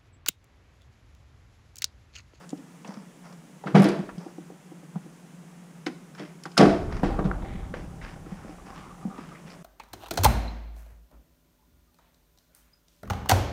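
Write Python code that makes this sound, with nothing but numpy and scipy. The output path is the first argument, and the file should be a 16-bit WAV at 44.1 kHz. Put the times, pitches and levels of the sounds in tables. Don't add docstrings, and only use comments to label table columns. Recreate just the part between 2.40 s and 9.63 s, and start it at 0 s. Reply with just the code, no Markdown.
import sys
import numpy as np
from scipy import signal
from scipy.fft import rfft, irfft
from scipy.io import wavfile
from scipy.ndimage import uniform_filter1d

SR = 44100
rng = np.random.default_rng(int(sys.argv[2]) if len(sys.argv) > 2 else 0)


def wrap_up_sound(samples):
    columns = np.atleast_2d(samples).T
    tamed = np.clip(columns, -1, 1)
    steps = np.round(tamed * 32767).astype(np.int16)
    wavfile.write(sys.argv[1], SR, steps)


N = 318747
T = np.arange(N) / SR

# [f/Hz, density level/dB]
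HISS_SPECTRUM = [(150, -72), (215, 11.5), (500, 2.5), (1000, -1.5), (2000, -6), (3200, -11), (4300, -16),
                 (6500, -11), (10500, -15.5), (12000, -23), (15300, -22.5)]
# [t/s, level/dB]
WHINE_LEVEL = [(4.7, -41.5), (5.3, -59.5), (5.8, -61.5), (6.55, -58), (6.75, -53)]
# [t/s, swell/s, deep level/dB, upper level/dB, upper t60/s]
RUMBLE_SWELLS = [(1.33, 0.43, -68, -57, .03), (4.19, 0.55, -30, -36, 5.4)]
# [t/s, level/dB]
RUSTLE_LEVEL = [(4.4, -50.5), (4.9, -39.5), (5.3, -57), (6.2, -57), (7.23, -54.5)]
# [t/s, level/dB, centre f/Hz, length/s]
SCUFF_STROKES = [(0, -48.5, 850, 0.077), (0.447, -46.5, 684, 0.23), (0.828, -49, 730, 0.17),
                 (1.784, -48.5, 566, 0.18), (3.768, -47, 1360, 0.17), (4.5, -43, 1130, 0.17),
                 (5.339, -50, 1320, 0.16), (5.61, -46, 1300, 0.18), (5.86, -54.5, 1140, 0.45),
                 (6.068, -54, 950, 0.12), (6.244, -49.5, 810, 0.21), (6.334, -51.5, 1670, 0.17),
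                 (6.735, -54, 1530, 0.38), (7.055, -51, 1450, 0.14)]
# [t/s, level/dB, centre f/Hz, length/s]
SWISH_STROKES = [(4.99, -50.5, 2020, 0.35), (4.97, -58, 3460, 0.41), (5.631, -46, 1600, 0.05),
                 (6.935, -51.5, 2110, 0.068), (7.09, -53, 4950, 0.07)]
# [t/s, level/dB, length/s, pitch f/Hz]
CREAK_EVENTS = [(3.845, -80, 0.061, 4640), (6.17, -51.5, 0.045, 1150), (6.273, -50, 0.079, 1080),
                (6.335, -48, 0.23, 1163), (6.612, -51, 0.034, 1200), (6.697, -50, 0.16, 1205),
                (6.912, -50.5, 0.087, 1228)]
# [t/s, level/dB, pitch f/Hz]
KNOCK_EVENTS = [(0.128, -17, 274), (0.148, -41, 234), (0.45, -33, 197), (0.487, -25, 208),
                (0.57, -24.5, 201), (1.362, -6.5, 720), (1.404, -7, 178.4), (1.454, -8, 333),
                (1.59, -14.5, 186), (1.776, -20.5, 170), (1.863, -23.5, 345), (1.981, -24.5, 324),
                (2.101, -32, 410), (2.118, -32.5, 305), (2.316, -28.5, 335), (2.43, -36.5, 300),
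                (2.556, -16, 174), (2.66, -32.5, 322), (3.466, -14.5, 332), (3.482, -23.5, 280),
                (3.497, -26, 252), (4.059, -27, 354), (4.631, -10, 270), (4.9139, -12.5, 1370),
                (5.148, -24, 182), (5.339, -25.5, 524), (5.863, -29.5, 320), (5.919, -21, 181),
                (6.044, -29, 222), (6.09, -29.5, 305), (6.65, -14.5, 202), (6.677, -19, 194),
                (6.784, -23.5, 250), (7.048, -28, 166)]
# [f/Hz, level/dB, t60/s]
CASE_MODES = [(480, -4.5, 0.021), (748, -11.5, 0.037), (1210, -16.5, 0.01)]
# [t/s, level/dB, pitch f/Hz]
TICK_EVENTS = [(.092, -40.5, 7300), (0.104, -41, 6940), (0.175, -53, 5440), (.446, -36, 915),
               (.447, -43, 2650), (0.476, -43.5, 5860), (0.539, -48, 5470), (0.926, -49.5, 5400),
               (1.237, -31.5, 800), (1.27, -26, 1360), (1.355, -12, 754), (1.366, -40, 10000),
               (1.399, -32, 10800), (1.421, -26, 10600), (1.432, -29, 10200), (1.443, -28.5, 5150),
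               (1.49, -33, 5000), (1.442, -28, 10500), (1.487, -31, 9800), (1.69, -32.5, 1330),
               (1.781, -45, 5000), (3.463, -31.5, 3960), (2.556, -36, 823), (3.466, -27.5, 2080),
               (3.466, -33.5, 5130), (3.464, -33, 1310), (3.749, -47.5, 5200), (3.75, -43.5, 1520),
               (3.795, -43, 3150), (3.795, -45.5, 5300), (4.036, -38.5, 5350), (4.038, -40, 10000),
               (4.056, -40.5, 5100), (4.054, -30.5, 1520), (4.117, -46, 5100), (4.172, -30.5, 5150),
               (4.178, -10.5, 5180), (4.175, -23.5, 10300), (4.169, -25, 1460), (4.176, -12.5, 1340),
               (4.632, -18, 770), (4.632, -40.5, 11500), (4.632, -37, 1780), (4.789, -26, 1190),
               (4.843, -46, 3660), (5.339, -30.5, 1750), (5.614, -40, 1950), (5.762, -42, 760),
               (5.861, -45, 1290), (5.917, -49, 1640), (6.088, -45, 800), (6.045, -41, 575),
               (6.781, -36, 950)]
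# [t/s, boom level/dB, panel and latch level/dB, shudder t60/s]
BODY_BLOWS = [(1.257, -25, -39, 0.4), (1.345, -4.5, -19.5, 0.29), (1.37, -12, -30, 0.058),
              (1.39, -7.5, -31.5, 0.1), (1.419, -45, -30.5, 0.28), (1.441, -20, -32.5, 0.55),
              (1.455, -29, -33, 0.028), (3.795, -33.5, -39, 0.12), (4.18, -34, -24, 0.037),
              (4.191, -8.5, -16, 0.22), (4.205, -34, -12, 0.04), (4.226, -8.5, -15.5, 0.043),
              (4.25, -16, -20.5, 0.069), (4.276, -23, -31, 0.45), (4.631, -17, -31, 0.36),
              (4.785, -22, -28.5, 0.0085), (4.848, -16, -35.5, 0.12), (5.363, -54, -42, 0.087)]
# [f/Hz, level/dB, t60/s]
BOOM_MODES = [(143, -6.5, 0.16), (191.2, -2.5, 0.11), (134.5, -7, 0.073)]
# [f/Hz, level/dB, t60/s]
PANEL_MODES = [(258, 1.5, 0.052), (303.4, -5.5, 0.2), (346.5, -1.5, 0.095), (413.7, -6.5, 0.17),
               (475.5, -4.5, 0.075), (594, -6, 0.071), (658, -4, 0.079), (720, -4.5, 0.062),
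               (811, -4, 0.021), (997, -11.5, 0.032), (1125, -10.5, 0.058), (1264, -6.5, 0.019)]
# [centre f/Hz, t60/s, level/dB]
GARAGE_BANDS = [(169, 0.47, -18.5), (510, 0.49, -15.5), (1540, 0.72, -26.5), (3700, 0.27, -21),
                (8100, 0.49, -15)]

HISS_DB, WHINE_HZ = -55.5, 786
HUM_DB, HUM_HZ, HUM_HALF_WIDTH_HZ = -50.5, 175, 26.6
RUMBLE_ATTACK_S, DEEP_T60_SHARE = 0.054, 0.66
SCUFF_TREBLE_DB, SCUFF_ATTACK = -14, 0.14
SWISH_WIDTH = 0.15
CRACKLE_PER_S, CRACKLE_CYCLES = 45, 12
CRACKLE_DB, CRACKLE_SPREAD_DB = -6, 5
KNOCK_CYCLES, KNOCK_RISE_CYCLES = 13.1, 1.22
CASE_DB, CASE_DB_PER_OCTAVE = 5, 12
TICK_T60_S, TICK_KNEE_HZ = 0.087, 6300
PING_DB, PING_T60_SHARE = 7, 0.27
SHUDDER_RISE_S, CHATTER_PER_S = 0.01, 900
SHOVE_DB, TRIM_DB, CRACK_DB = 2, -4, -19
PANEL_SHAKE_DB, SPRAY_DB = -25.5, -15.5
TICK_ECHO_DB, KNOCK_ECHO_DB = -6.5, -7
MIC_DIP_HZ, MIC_DIP_HALF_WIDTH_HZ = 4112.5, 164.5
MIC_HZ, WIND_CUT_HZ, TOP_HZ = 11600, 141.4, 15400


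def undb(db):
    return 10 ** (np.asarray(db) / 20)


def unit(x):
    return x / np.sqrt(np.mean(x ** 2))


def fade(t, t60):
    return np.exp(-np.log(1000) * t / max(t60, .002))


def band(x, lo_hz, hi_hz, order=2):
    sos = signal.butter(order, [lo_hz, min(hi_hz, .45 * SR)], "band", fs=SR, output="sos")
    return signal.sosfilt(sos, x)


def noise(lo_hz, hi_hz, order=2):
    return unit(band(rng.standard_normal(N), lo_hz, hi_hz, order=order))


def walk(rate):
    hold = int(SR / rate)
    steps = np.repeat(rng.standard_normal(N // hold + 1), hold)
    return unit(uniform_filter1d(uniform_filter1d(steps, hold), hold)[:N])


def curve(rows):
    return undb(np.interp(T, *np.transpose(rows), -150, -150))


def add(out, s, x):
    i = int(s * SR)
    out[i:i + len(x)] += x[:N - i]


def ring(force, hz, t60):
    pole = fade(1 / SR, t60) * np.exp(2j * np.pi * hz / SR)
    return signal.lfilter([0, pole.imag], [1, -2 * pole.real, abs(pole) ** 2], force)


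def modes(force, table):
    return sum((-1) ** k * undb(db) * ring(force, hz, t60) for k, (hz, db, t60) in enumerate(table))


def push(size):
    return np.hanning(size) / np.hanning(size).sum()


def stroke(length, attack):
    u = np.linspace(0, 1, int(max(length, .02) * SR))
    return np.minimum(u / max(attack, .02), 1) * (1 - u)


def hiss():
    hz, (at, db) = np.fft.rfftfreq(N, 1 / SR), np.transpose(HISS_SPECTRUM)
    gain = undb(np.interp(np.log(hz + 1), np.log(at), db))
    coloured = unit(irfft(rfft(rng.standard_normal(N)) * gain, N))
    return undb(HISS_DB + 0.27 * walk(3.88)) * coloured


def hum():
    line = np.sin(2 * np.pi * HUM_HZ * T + 0.5 * walk(3.2))
    wide = noise(HUM_HZ - HUM_HALF_WIDTH_HZ, HUM_HZ + HUM_HALF_WIDTH_HZ)
    steep = noise(148.0, 187.2, order=4)
    return undb(HUM_DB) * unit(wide + 2.0 * line + 1.4 * steep)


def whine():
    return curve(WHINE_LEVEL) * noise(WHINE_HZ - 12, WHINE_HZ + 12, order=1)


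def rumble():
    deep, upper = np.zeros((2, N))
    for s, swell, deep_db, upper_db, t60 in RUMBLE_SWELLS:
        after = np.maximum(T - swell, 0)
        add(deep, s, undb(deep_db) * np.minimum(T / swell, 1) * fade(after, DEEP_T60_SHARE * t60))
        add(upper, s, undb(upper_db) * np.minimum(T / RUMBLE_ATTACK_S, 1) * fade(after, t60))
    return deep * noise(29.0, 54.0) + upper * noise(25, 197)


def background():
    deep_floor = undb(-78.0) * noise(25, 51)
    return hiss() + hum() + whine() + rumble() + deep_floor


def crackle(hz):
    slips = rng.random(N) < CRACKLE_PER_S / SR
    sizes = undb(CRACKLE_SPREAD_DB * rng.standard_normal(N))
    return ring(slips * sizes, hz, CRACKLE_CYCLES / hz)


def rubbing():
    grains, strokes = unit(undb(3 * noise(15, 150))), np.zeros(N)
    for s, db, hz, length in SCUFF_STROKES:
        shape = stroke(length, SCUFF_ATTACK)
        body, treble = rng.standard_normal((2, len(shape)))
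        colour = unit(band(body, hz / 2, hz * 1.75))
        colour += undb(SCUFF_TREBLE_DB) * unit(band(treble, 4540, 5800))
        add(strokes, s, undb(db) * shape * colour)
    for s, db, hz, length in SWISH_STROKES:
        shape = stroke(length, 0.34)
        air = band(rng.standard_normal(len(shape)), hz * (1 - SWISH_WIDTH), hz * (1 + SWISH_WIDTH))
        add(strokes, s, undb(db) * shape * unit(air))
    folds = sum(undb(4 * walk(25)) * noise(hz / 1.3, hz * 1.3) for hz in (260, 400, 650, 1050))
    slips = sum(crackle(hz) for hz in (350, 620, 950, 1400))
    rustle = curve(RUSTLE_LEVEL)
    return grains * (strokes + rustle * unit(folds)) + rustle * undb(CRACKLE_DB) * unit(slips)


def creaks():
    tones, flutter = np.zeros(N), noise(2.8, 53, order=1)
    for s, db, length, hz in CREAK_EVENTS:
        shape = np.sqrt(np.minimum(3 * stroke(length, 0.18), 1))
        add(tones, s, undb(db) * shape * np.sin(2 * np.pi * hz * T[:len(shape)]))
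    return tones * flutter


def knocks():
    out, t = np.zeros(N), T[:SR // 4]
    case = sum(undb(db) * np.sin(2 * np.pi * hz * t) * fade(t, t60) for hz, db, t60 in CASE_MODES)
    for s, db, hz in KNOCK_EVENTS:
        rise = np.minimum(t * hz / KNOCK_RISE_CYCLES, 1) ** 2
        main = np.sin(2 * np.pi * hz * t) * fade(t, KNOCK_CYCLES / hz) * rise
        octaves = abs(np.log2(hz / 500))
        case_gain = undb(CASE_DB - CASE_DB_PER_OCTAVE * octaves)
        add(out, s, undb(db) * (main + case_gain * case * np.minimum(t * hz * 2, 1)))
    return out


def ticks():
    out, t = np.zeros(N), T[:SR // 8]
    for s, db, hz in TICK_EVENTS:
        t60 = TICK_T60_S / (1 + (hz / TICK_KNEE_HZ) ** 3)
        onset = undb(db) / 2 * np.minimum(t * hz / 2, 1)
        burst = unit(band(rng.standard_normal(len(t)), 0.4 * hz, 1.172 * hz)) * fade(t, t60)
        ping = undb(PING_DB) * np.sin(2 * np.pi * hz * t) * fade(t, PING_T60_SHARE * t60)
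        add(out, s, onset * (burst + ping))
    return out


def car_body():
    t, (boom, rattle, crack, shove) = T[:SR // 2], np.zeros((4, N))
    rise = np.minimum(t / SHUDDER_RISE_S, 1)
    for s, boom_db, db, t60 in BODY_BLOWS:
        shudder = rise * fade(t, t60)
        add(boom, s, undb(boom_db) * push(size=90))
        add(shove, s, undb(db + SHOVE_DB) * push(size=20))
        add(rattle, s, undb(db) * shudder)
        add(crack, s, undb(db + CRACK_DB) * shudder)
    chatter = unit((rng.random(N) < CHATTER_PER_S / SR) * rng.standard_normal(N))
    low_boom = modes(boom, BOOM_MODES)
    panels = modes(shove + undb(PANEL_SHAKE_DB) * rattle * chatter, PANEL_MODES)
    grit = undb(1.98 * noise(30, 450))
    trim = undb(TRIM_DB) * rattle * grit * noise(380, 1920)
    spray = undb(SPRAY_DB) * (noise(4900, 6500) + noise(8100, 9700))
    latch = crack * grit * (noise(3300, 5300) + spray)
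    return low_boom + panels + trim + latch


def garage(x):
    t, echo = T[:SR], np.zeros(SR)
    for hz, t60, db in GARAGE_BANDS:
        tilt = (hz / 1000) ** 0.25
        echo += undb(db) * tilt * fade(t, t60) * noise(hz / 2.32, hz * 2.0, order=1)[:SR]
    return signal.fftconvolve(x, undb(-30.5) * echo * np.minimum(t / 0.00076, 1))[:N]


def microphone(x):
    dip = band(x, MIC_DIP_HZ - MIC_DIP_HALF_WIDTH_HZ, MIC_DIP_HZ + MIC_DIP_HALF_WIDTH_HZ, order=1)
    x = signal.sosfilt(signal.butter(2, MIC_HZ, fs=SR, output="sos"), x - 0.3 * dip)
    return signal.sosfiltfilt(signal.butter(8, WIND_CUT_HZ, "high", fs=SR, output="sos"), x)


def scene():
    bed, rub, creak = background(), rubbing(), creaks()
    knock, tick, car = knocks(), ticks(), car_body()
    room = garage(car + undb(TICK_ECHO_DB) * tick + undb(KNOCK_ECHO_DB) * knock)
    near = rub + creak + knock + tick + car + room
    return (microphone(near) + bed)[None]


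def record(dry):
    rounded = np.tanh(0.76 * dry) / 0.66
    return signal.sosfilt(signal.ellip(8, .2, 70, TOP_HZ, fs=SR, output="sos"), rounded)


dry = scene()
out = record(dry)
wrap_up_sound(out)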